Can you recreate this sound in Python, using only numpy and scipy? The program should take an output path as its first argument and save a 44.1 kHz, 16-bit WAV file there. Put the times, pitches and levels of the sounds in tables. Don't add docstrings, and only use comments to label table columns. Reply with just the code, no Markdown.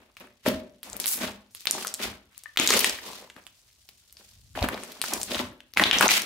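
import sys
import numpy as np
from scipy import signal
from scipy.fft import rfft, irfft, next_fast_len
from scipy.io import wavfile
from scipy.ndimage import uniform_filter1d, minimum_filter1d, map_coordinates

SR = 44100
rng = np.random.default_rng(int(sys.argv[2]) if len(sys.argv) > 2 else 0)


def elevation(decibels):
    levels = np.asarray(decibels, float)
    return 10 ** (levels / 20)


def to_wav(s):
    ch = np.atleast_2d(s).T
    pcm = np.round(np.clip(ch, -1, 1) * 32767)
    wavfile.write(sys.argv[1], SR, pcm.astype(np.int16))


N = 275625
CURVE_STEP = 32


def unit(x):
    return x / np.sqrt(np.mean(x ** 2) + 1e-20)


def along(points, hz):
    point_hz, value = np.transpose(points)
    return np.interp(np.log(hz + 1), np.log(point_hz + 1), value)


def wobble(rate):
    points = rng.standard_normal(int(N * 400 / SR) + 4)
    return map_coordinates(points, [np.arange(N) * min(rate, 399) / SR])


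def filtered(x, response):
    m = next_fast_len(N + SR)
    spectrum = rfft(x, m) * response(np.fft.rfftfreq(m, 1 / SR))
    return irfft(spectrum, m)[..., :N]


# frequency in Hz, likeness from 0 (unrelated) to 1 (the same).
LIKENESS = [(60, 0.85), (180, 1), (550, 0.76), (1650, 0.067), (4970, 0), (15000, 0.048)]


def spread(pair):
    def weights(hz):
        angle = np.arccos(np.clip(along(LIKENESS, hz), 0, 1)) / 2
        return np.array([np.cos(angle), np.sin(angle)])

    mid, side = filtered(pair, weights)
    return np.array([mid + side, mid - side])


def bursts(s, gain, hz, cycles, size, glide=0):
    t = np.arange(size) / SR
    phase = np.clip(hz, 50, 18000)[:, None] * t
    ring = np.sin(2 * np.pi * phase * (1 + glide * phase / 2))
    decay = np.exp(-phase / cycles[:, None])
    soft_start = 1 - np.exp(-(phase / 0.29) ** 2)
    wave = gain[:, None] * ring * decay * soft_start
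    at = np.round(s * SR).astype(int)[:, None] + np.arange(size)
    return np.bincount(at.ravel(), wave.ravel(), N + size + SR)[:N]


def swells(s, rise_s, hold_s, db, sag_db_per_s, fade_db_per_s):
    t = np.arange(0, N, CURVE_STEP) / SR - s[:, None]
    rise = np.clip(t / np.abs(rise_s[:, None]), 0, 1) ** 2
    late = np.maximum(t - (rise_s + hold_s)[:, None], 0)
    level_db = db[:, None] - sag_db_per_s * np.maximum(t, 0) - fade_db_per_s * late
    return (rise * elevation(level_db)) ** 2


def per_sample(curve):
    return curve.repeat(CURVE_STEP)[:N]


# start in seconds, relative level in dB, ring of the pocket in Hz,
# relative level of the sharp snap in dB.
POCKETS = [(0.169, -28, 2540, -7), (0.2007, -34, 5500, 1), (0.4625, -13.5, 1980, -11.5),
           (0.486, -10.5, 4730, -3), (0.8313, -23, 3730, 0.5), (0.9, -28, 8700, -2.5),
           (0.931, -19.5, 7200, -30), (0.967, -30.5, 5240, 12), (1.0005, -15, 6500, 1),
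           (1.0426, -14, 3850, -9), (1.059, -10.5, 4400, 1), (1.068, -15, 7000, 5), (1.509, -46, 5800, -12),
           (1.5494, -24, 4500, 2), (1.6076, -28, 7350, -5), (1.656, -18, 2690, 0),
           (1.6708, -4.5, 3840, -14.5), (1.7106, -5, 7760, 6), (1.782, -25, 1110, -15),
           (1.8255, -18.5, 3360, -4), (1.8488, -20, 1336, -25.5), (1.8485, -23, 11000, -2.5),
           (1.871, -11.5, 6900, -7.5), (1.88, -21.5, 7100, -2.5), (1.941, -18.5, 8600, 4.5),
           (2.0158, -27, 2230, -22), (2.344, -61, 6740, 5), (2.379, -37, 6950, 11),
           (2.4368, -26, 8600, -11), (2.4582, -33, 1786, -68), (2.561, -28, 2120, -12),
           (2.5735, 10.5, 3310, -10.5), (2.5987, -2, 2420, -2), (2.6748, 6, 6830, -19),
           (2.6753, -5, 4000, -38), (2.6898, -5.5, 3000, -7), (2.7049, 4.5, 6300, -18.5),
           (2.7064, -1, 1780, -4), (2.7307, -9.5, 2180, -7), (2.7382, -4.5, 2540, -3.5),
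           (2.792, 2, 9400, -7.5), (2.806, -5.5, 3000, 3.5), (2.8446, 1.5, 2900, -6.5),
           (2.896, -12, 6100, -4), (2.9883, -28, 1780, -29.5), (3.3002, -28.5, 3200, -9.5),
           (3.3648, -33, 1720, -11), (3.4675, -26.5, 3370, -5), (3.89, -28.5, 4460, -3.5),
           (4.126, -37.5, 7600, 4.5), (4.17, -32.5, 4830, -29.5), (4.553, -27, 1560, -20.5),
           (4.5913, -20, 3000, -18), (4.627, -12, 4270, -8.5), (4.6877, -11.5, 1410, -5),
           (4.744, -23, 4000, -15.5), (4.777, -25.5, 1870, -12), (4.8358, -24, 2650, 2),
           (4.9202, -26, 5940, -2.5), (5.0164, -6.5, 4330, -3), (5.04, -13.5, 1423, 4),
           (5.0782, -25, 2770, -17), (5.1363, -14.5, 7400, 4.5), (5.2153, -10.5, 7000, -11),
           (5.232, -14.5, 7500, 1), (5.3177, -15.5, 3330, -20), (5.3467, -13, 3380, -21.5),
           (5.3929, -13.5, 3430, -21.5), (5.6047, -31.5, 3000, -13.5), (5.7376, -23.5, 5330, -5),
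           (5.7731, 0, 2250, -18), (5.797, 2.5, 1924, -17), (5.8383, 8, 3570, -18.5),
           (5.9123, 10, 3000, -21), (5.925, -6, 3000, -22.5), (5.986, -5.5, 5800, -35),
           (5.997, -13, 6800, -12), (6.01, 1.5, 1480, -6), (6.026, -5, 2560, -21.5), (6.057, -8, 4090, -12),
           (6.081, 3, 6280, -41.5), (6.0903, 3, 2290, -21.5), (6.22, -12.5, 6340, -8.5)]


def pops(count=14):
    s, db, pocket_hz, snap_db = np.transpose(POCKETS)
    chance = rng.standard_normal((len(s), 3))
    after = rng.random((len(s), count))
    size, tune = rng.standard_normal((2, len(s), count))
    cycles = 0.7 * np.exp(-snap_db / 28)
    long_ring = np.maximum(cycles, 1)
    shift_s = 0.000012 * chance[:, 0]
    shift_db = 4 / 2 * chance[:, 0]
    sputter_db, sputter_s, pitch_scatter = -11, 0.014, 0.2

    def burst(at, gain, detune):
        hz = pocket_hz * np.exp(pitch_scatter * detune / long_ring)
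        pocket = bursts(at, gain, hz, cycles, size=500)
        over_hz = hz * 1.63 * np.exp(0.023 * chance[:, 1])
        over = bursts(at, gain * elevation(-7.0) / long_ring ** 2, over_hz, cycles, size=150)
        under = bursts(at, gain * elevation(-12.5), hz * 0.7, 0.62 * cycles, size=300)
        snap_hz = 10000 * np.exp(0.31 * chance[:, 2] + 0.27 * detune)
        snap = bursts(at, gain * elevation(snap_db + 4.5), snap_hz, 1.45 + 0 * s, size=60)
        return pocket + over + under + snap

    def heard(at, level_db):
        total = burst(at, elevation(level_db - 0.5), 0)
        for k in range(count):
            later = at + 2 * cycles / pocket_hz + sputter_s * after[:, k] ** 2
            gain = elevation(level_db + sputter_db - 9.7 * after[:, k]) * size[:, k] / long_ring
            total = total + burst(later, gain, tune[:, k])
        return total

    air = np.array([heard(s - .0002 - side * shift_s, db + side * shift_db) for side in (1, -1)])
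    knock = bursts(s, elevation(db - 30.5), 480 + 0 * s, 0.84 + 0 * s, size=600)
    return air + table(knock, bare_db=0.0)


# start in seconds, relative level in dB, frequency of the blow in Hz.
SLAPS = [(0.464, -4.5, 580), (0.478, -3, 275), (1.751, -17, 850), (1.752, -22, 288), (2.598, -6, 294),
         (2.704, -3.5, 404), (4.576, -10, 730), (4.626, -9, 587), (4.639, -14, 250), (4.745, -16.5, 480),
         (5.317, -18.5, 304), (5.398, -13.5, 272), (5.798, -8, 510), (6.008, -4.5, 375)]


def thuds():
    s, db, hz = np.transpose(SLAPS)
    return table(bursts(s, elevation(db - 1), hz, 1.01 + 0 * s, size=900), bare_db=-7.5)


# frequency in Hz, relative level in dB,
# time to die by 60 dB in seconds.
TABLE_MODES = [(205, -9, 0.42), (248, -7, 0.34), (372, -9, 0.36), (432, -16, 0.38), (530, -12, 0.3),
               (590, -5, 0.3), (630, -3, 0.35), (711, -15, 0.34), (890, -10, 0.3)]


def table(force, bare_db):
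    def response(f):
        total = elevation(bare_db)
        for mode_hz, db, t60 in TABLE_MODES:
            damping = 1j * f * np.log(1000) / np.pi / t60
            total = total + elevation(db) * 1j * f * 18 / (mode_hz ** 2 - f ** 2 + damping)
        return total

    return filtered(force, response)


# start in seconds, rise in seconds, hold in seconds, relative level in dB.
SLIPS = [(0, 0.0017, 0.034, -52.5), (0.202, 0.003, 0.043, -47.5), (0.449, 0.013, 0.023, -25),
         (0.833, 0.0092, 0.37, -43.5), (1.084, 0.14, 0.043, -29.5), (1.64, 0.065, 0.17, -38),
         (1.964, 0.053, 0.054, -31.5), (2.576, 0.0052, 0.049, -30.5), (2.679, 0.0046, 0.092, -25.5),
         (2.801, 0.028, 0.071, -37), (2.993, 0.033, 0.24, -44), (3.355, 0.0061, 0.026, -51),
         (4.164, 0.0041, 0.042, -58), (4.548, 0.0077, 0.038, -30.5), (4.616, 0.0045, 0.006, -26.5),
         (4.675, .005, 0.11, -36), (4.8, 0.024, 0.3, -45.5), (5.026, 0.079, 0.064, -33.5),
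         (5.251, 0.076, 0.075, -29), (5.758, 0.012, 0.25, -26), (6, 0.0037, 0.028, -21),
         (6.11, 0.0046, 0.16, -39.5)]


def squelch_curve():
    power = swells(*np.transpose(SLIPS), sag_db_per_s=20, fade_db_per_s=207.5).sum(0)
    return per_sample(10 * np.log10(power + elevation(-73.5) ** 2))


# frequency in Hz, relative level in dB.
SQUELCH_COLOUR = [(110, -23), (200, 3), (600, -4.5), (1200, -8), (2500, -8.5), (6000, -26.5)]


def squelch(level_db):
    lumps = rng.standard_normal((2, N)) * elevation(4 * wobble(70))
    force = unit(filtered(lumps, lambda hz: elevation(along(SQUELCH_COLOUR, hz))))
    return spread(table(force * elevation(level_db - 9.5), bare_db=2.0))


# start in seconds, rise in seconds, hold in seconds,
# relative level in dB, centre in Hz.
FOLD_HISSES = [(0.41, 0.064, 0.0088, -43.5, 3000), (1.164, 0.063, 0.042, -37, 2460),
               (1.962, 0.068, 0.014, -33, 3000), (2.294, 0.025, 0.19, -65.5, 1282),
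               (2.952, 0.12, 0.11, -41, 3500), (4.759, 0.035, 0.27, -48.5, 4070),
               (5.247, 0.069, 0.073, -34, 3310)]
# start in seconds (moved to the nearest pop),
# hold in seconds, relative level in dB, centre in Hz.
POCKET_LEAKS = [(.169, 0.05, -58.5, 2650), (.463, 0.0063, -33.5, 2710), (.831, 0.15, -51.5, 5950),
                (1.0, 0.015, -38, 6070), (1.069, 0.058, -26, 11330), (1.509, 0.015, -62.5, 8200),
                (1.549, 0.077, -53, 4440), (1.671, 0.072, -40.5, 3210), (1.711, 0.18, -41, 4800),
                (1.94, 0.034, -56.5, 9000), (2.34, 0.3, -63, 4890), (2.573, 0.1, -29.5, 3000),
                (2.69, 0.17, -24.5, 3690), (2.844, 0.13, -42, 2644), (4.168, 0.16, -59, 4520),
                (4.554, 0.22, -47.5, 2330), (5.016, 0.098, -38.5, 4630), (5.136, 0.095, -42, 7230),
                (5.215, 0.071, -59.5, 6740), (5.773, 0.042, -31, 2266), (5.838, 0.076, -39, 2790),
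                (5.925, 0.11, -34, 2767), (6.0095, 0.03, -24.5, 1700), (6.08, 0.075, -30, 6730),
                (6.091, 0.078, -24, 2535)]
# start in seconds, end in seconds.
STRETCH_SPAN = (2.95, 4.56)


def fizz_curves():
    stretch_db, stretch_hz = -66.5, 5480
    floor_db, floor_hz = -74, 3000
    pop_s = np.transpose(POCKETS)[0]
    leaks = [(pop_s[np.abs(pop_s - s).argmin()], 0.0034, *more) for s, *more in POCKET_LEAKS]
    s, rise_s, hold_s, db, hz = np.transpose(leaks + FOLD_HISSES)
    jets = swells(s, rise_s, hold_s, db, sag_db_per_s=30.5, fade_db_per_s=181)
    t = np.arange(jets.shape[1]) * CURVE_STEP / SR
    stretch = elevation(stretch_db) ** 2 * (t > STRETCH_SPAN[0]) * (t < STRETCH_SPAN[1])
    floor = elevation(floor_db) ** 2 + 0 * t
    air = np.vstack([jets, stretch, floor])
    total = air.sum(0)
    centre_hz = np.exp(np.log([*hz, stretch_hz, floor_hz]) @ air / total)
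    return per_sample(10 * np.log10(total)), per_sample(centre_hz)


def fizz(level_db, centre_hz):
    tick_db = 2.5 * rng.exponential(size=N // 16 + 1).clip(0, 5).repeat(16)[:N]
    ticks = unit(rng.standard_normal((2, N)) * elevation(tick_db))
    hiss = 0.052 * rng.standard_normal((2, N))
    hz, t, z = signal.stft(spread(ticks + hiss), SR, nperseg=256)
    at = np.minimum((t * SR).astype(int), N - 1)
    octaves = np.log2((hz[:, None] + 1) / centre_hz[at])
    peak = np.exp(-octaves ** 2)
    skirt = elevation(1 - 2.7 * np.abs(octaves)) * (hz[:, None] > 900)
    shape = peak + skirt
    shape = shape / np.sqrt(np.mean(shape ** 2, axis=0))
    air = unit(signal.istft(z * shape, SR, nperseg=256)[1][:, :N])
    return air * elevation(level_db - 1.5 + 2.2 * wobble(110))


def crackle(level_db, centre_hz, count):
    when, loudness = rng.random((2, count))
    pitch, ring = rng.standard_normal((2, count))
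    at = (when * N).astype(int)
    gain = elevation(level_db[at] + 2 + 8 * loudness ** 3)
    hz = centre_hz[at] * np.exp(.5 * pitch)
    return bursts(at / SR, gain, hz, .9 * np.exp(.25 * ring), size=200)


# start in seconds, length in seconds, relative level in dB, usual pitch in Hz.
BUBBLE_RUNS = [(2.741, 0.035, -30.5, 470), (3.029, 0.11, -38, 940), (3.057, 0.088, -45, 520),
               (3.205, 0.043, -48, 555), (5.101, 0.11, -35, 800), (5.316, 0.04, -33, 499),
               (5.39, 0.028, -35, 860), (5.796, 0.038, -21, 805), (6.015, 0.06, -17, 1007)]


def gurgles(count=10):
    s, length_s, db, hz = np.transpose(BUBBLE_RUNS)[..., None]
    slot = rng.random((len(s), count))
    size, tune = rng.standard_normal((2, len(s), count))
    at = (s + length_s * (np.arange(count) + slot) / count).ravel()
    gain = elevation(db + 3 * size).ravel()
    bubble_hz = (hz * np.exp(0.2 * tune)).ravel()
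    return bursts(at, gain, bubble_hz, 2 + 0 * at, size=1200, glide=0.06)


# start in seconds, rise in seconds,
# hold in seconds, relative level in dB.
LEANS = [(0.435, 0.045, 0.073, -40.5), (0.884, 0.039, 0.024, -53), (1.11, .15, 0.033, -46),
         (1.983, 0.068, 0.039, -46.5), (2.567, 0.11, 0.4, -54), (4.217, 0.19, 0.17, -50.5),
         (4.534, 0.011, 0.032, -46), (4.6, 0.023, 0.0073, -31), (5.08, 0.077, 0.15, -52.5),
         (5.234, 0.15, 0.068, -43), (5.768, 0.026, 0.16, -43.5), (5.996, 0.044, 0.022, -45)]


def push_curve():
    power = swells(*np.transpose(LEANS), sag_db_per_s=25.5, fade_db_per_s=150).sum(0)
    return per_sample(10 * np.log10(power + elevation(-71) ** 2))


# frequency in Hz, relative level in dB.
ROCKING_COLOUR = [(20, -29.5), (45, -11.5), (75, -12), (110, -15), (160, -26), (250, -32.5)]


def push(level_db):
    colour = ROCKING_COLOUR + [(1000, -120)]
    rock = filtered(rng.standard_normal((2, N)), lambda hz: elevation(along(colour, hz)))
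    return unit(spread(rock)) * elevation(level_db + 0.92 * wobble(81))


# frequency in Hz, time to die by 60 dB in seconds.
ROOM_DECAY = [(200, 0.51), (1000, 0.44), (4000, 0.35), (12000, 0.11)]


def room(x):
    out = np.zeros((2, N + 2 * SR))
    step = int(SR / 4)
    gap = round(.003 * SR)
    for start in range(0, N, step):
        hz, t, z = signal.stft(rng.standard_normal((2, SR // 2)), SR, nperseg=256)
        tail = signal.istft(z * elevation(-60 * t / along(ROOM_DECAY, hz)[:, None]), SR, nperseg=256)[1]
        tail = tail * (1 - np.exp(-np.arange(tail.shape[1]) / SR / 0.0019))
        tail = tail / np.linalg.norm(tail[0])
        wet = signal.fftconvolve(x[None, start:start + step], tail, axes=1)
        out[:, start + gap:][:, :wet.shape[1]] += wet
    return spread(out[:, :N])


def scene():
    fizz_db, centre_hz = fizz_curves()
    squelch_db, push_db = squelch_curve(), push_curve()
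    same_hz = np.ones(N)
    beads = crackle(fizz_db, centre_hz, count=1200)
    wet_blips = crackle(squelch_db + 2.5, 890 * same_hz, count=500)
    skin_ticks = crackle(0.75 * fizz_db - 1.5, 9000 * same_hz, count=450)
    sharp = pops() + thuds() + beads + wet_blips + skin_ticks
    bubbles = spread(np.array([gurgles(), gurgles()]))
    soft = fizz(fizz_db, centre_hz) + bubbles + squelch(squelch_db)
    answer = elevation(-10) * room(sharp.mean(0) + elevation(-3.5) * soft[0])
    heard = sharp + soft + push(push_db) + answer
    return heard * elevation([[.6], [-.6]])


# frequency in Hz, gain in dB.
MIC_COLOUR = [(15, -13.5), (60, 0), (4000, 5), (8000, 4), (12000, 4.5), (15700, 2.5), (16300, -31),
              (17500, -57)]


def microphone(x):
    return filtered(x, lambda hz: elevation(along(MIC_COLOUR, hz)))


def limiter(x, ahead_s, hold_s):
    ahead, hold = round(ahead_s * SR), round(hold_s * SR)
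    need = 1 / np.maximum(np.abs(x).max(0), 1)
    low = minimum_filter1d(need, ahead + hold, origin=(hold - ahead) // 2)
    return np.clip(x * uniform_filter1d(low, ahead), -1, 1)


def band_limit(x):
    return signal.sosfilt(signal.butter(12, 16990, fs=SR, output="sos"), x)


def record(dry):
    mix = limiter(microphone(dry), ahead_s=0.005, hold_s=0.015)
    return band_limit(mix)


dry = scene()
out = record(dry)
to_wav(out)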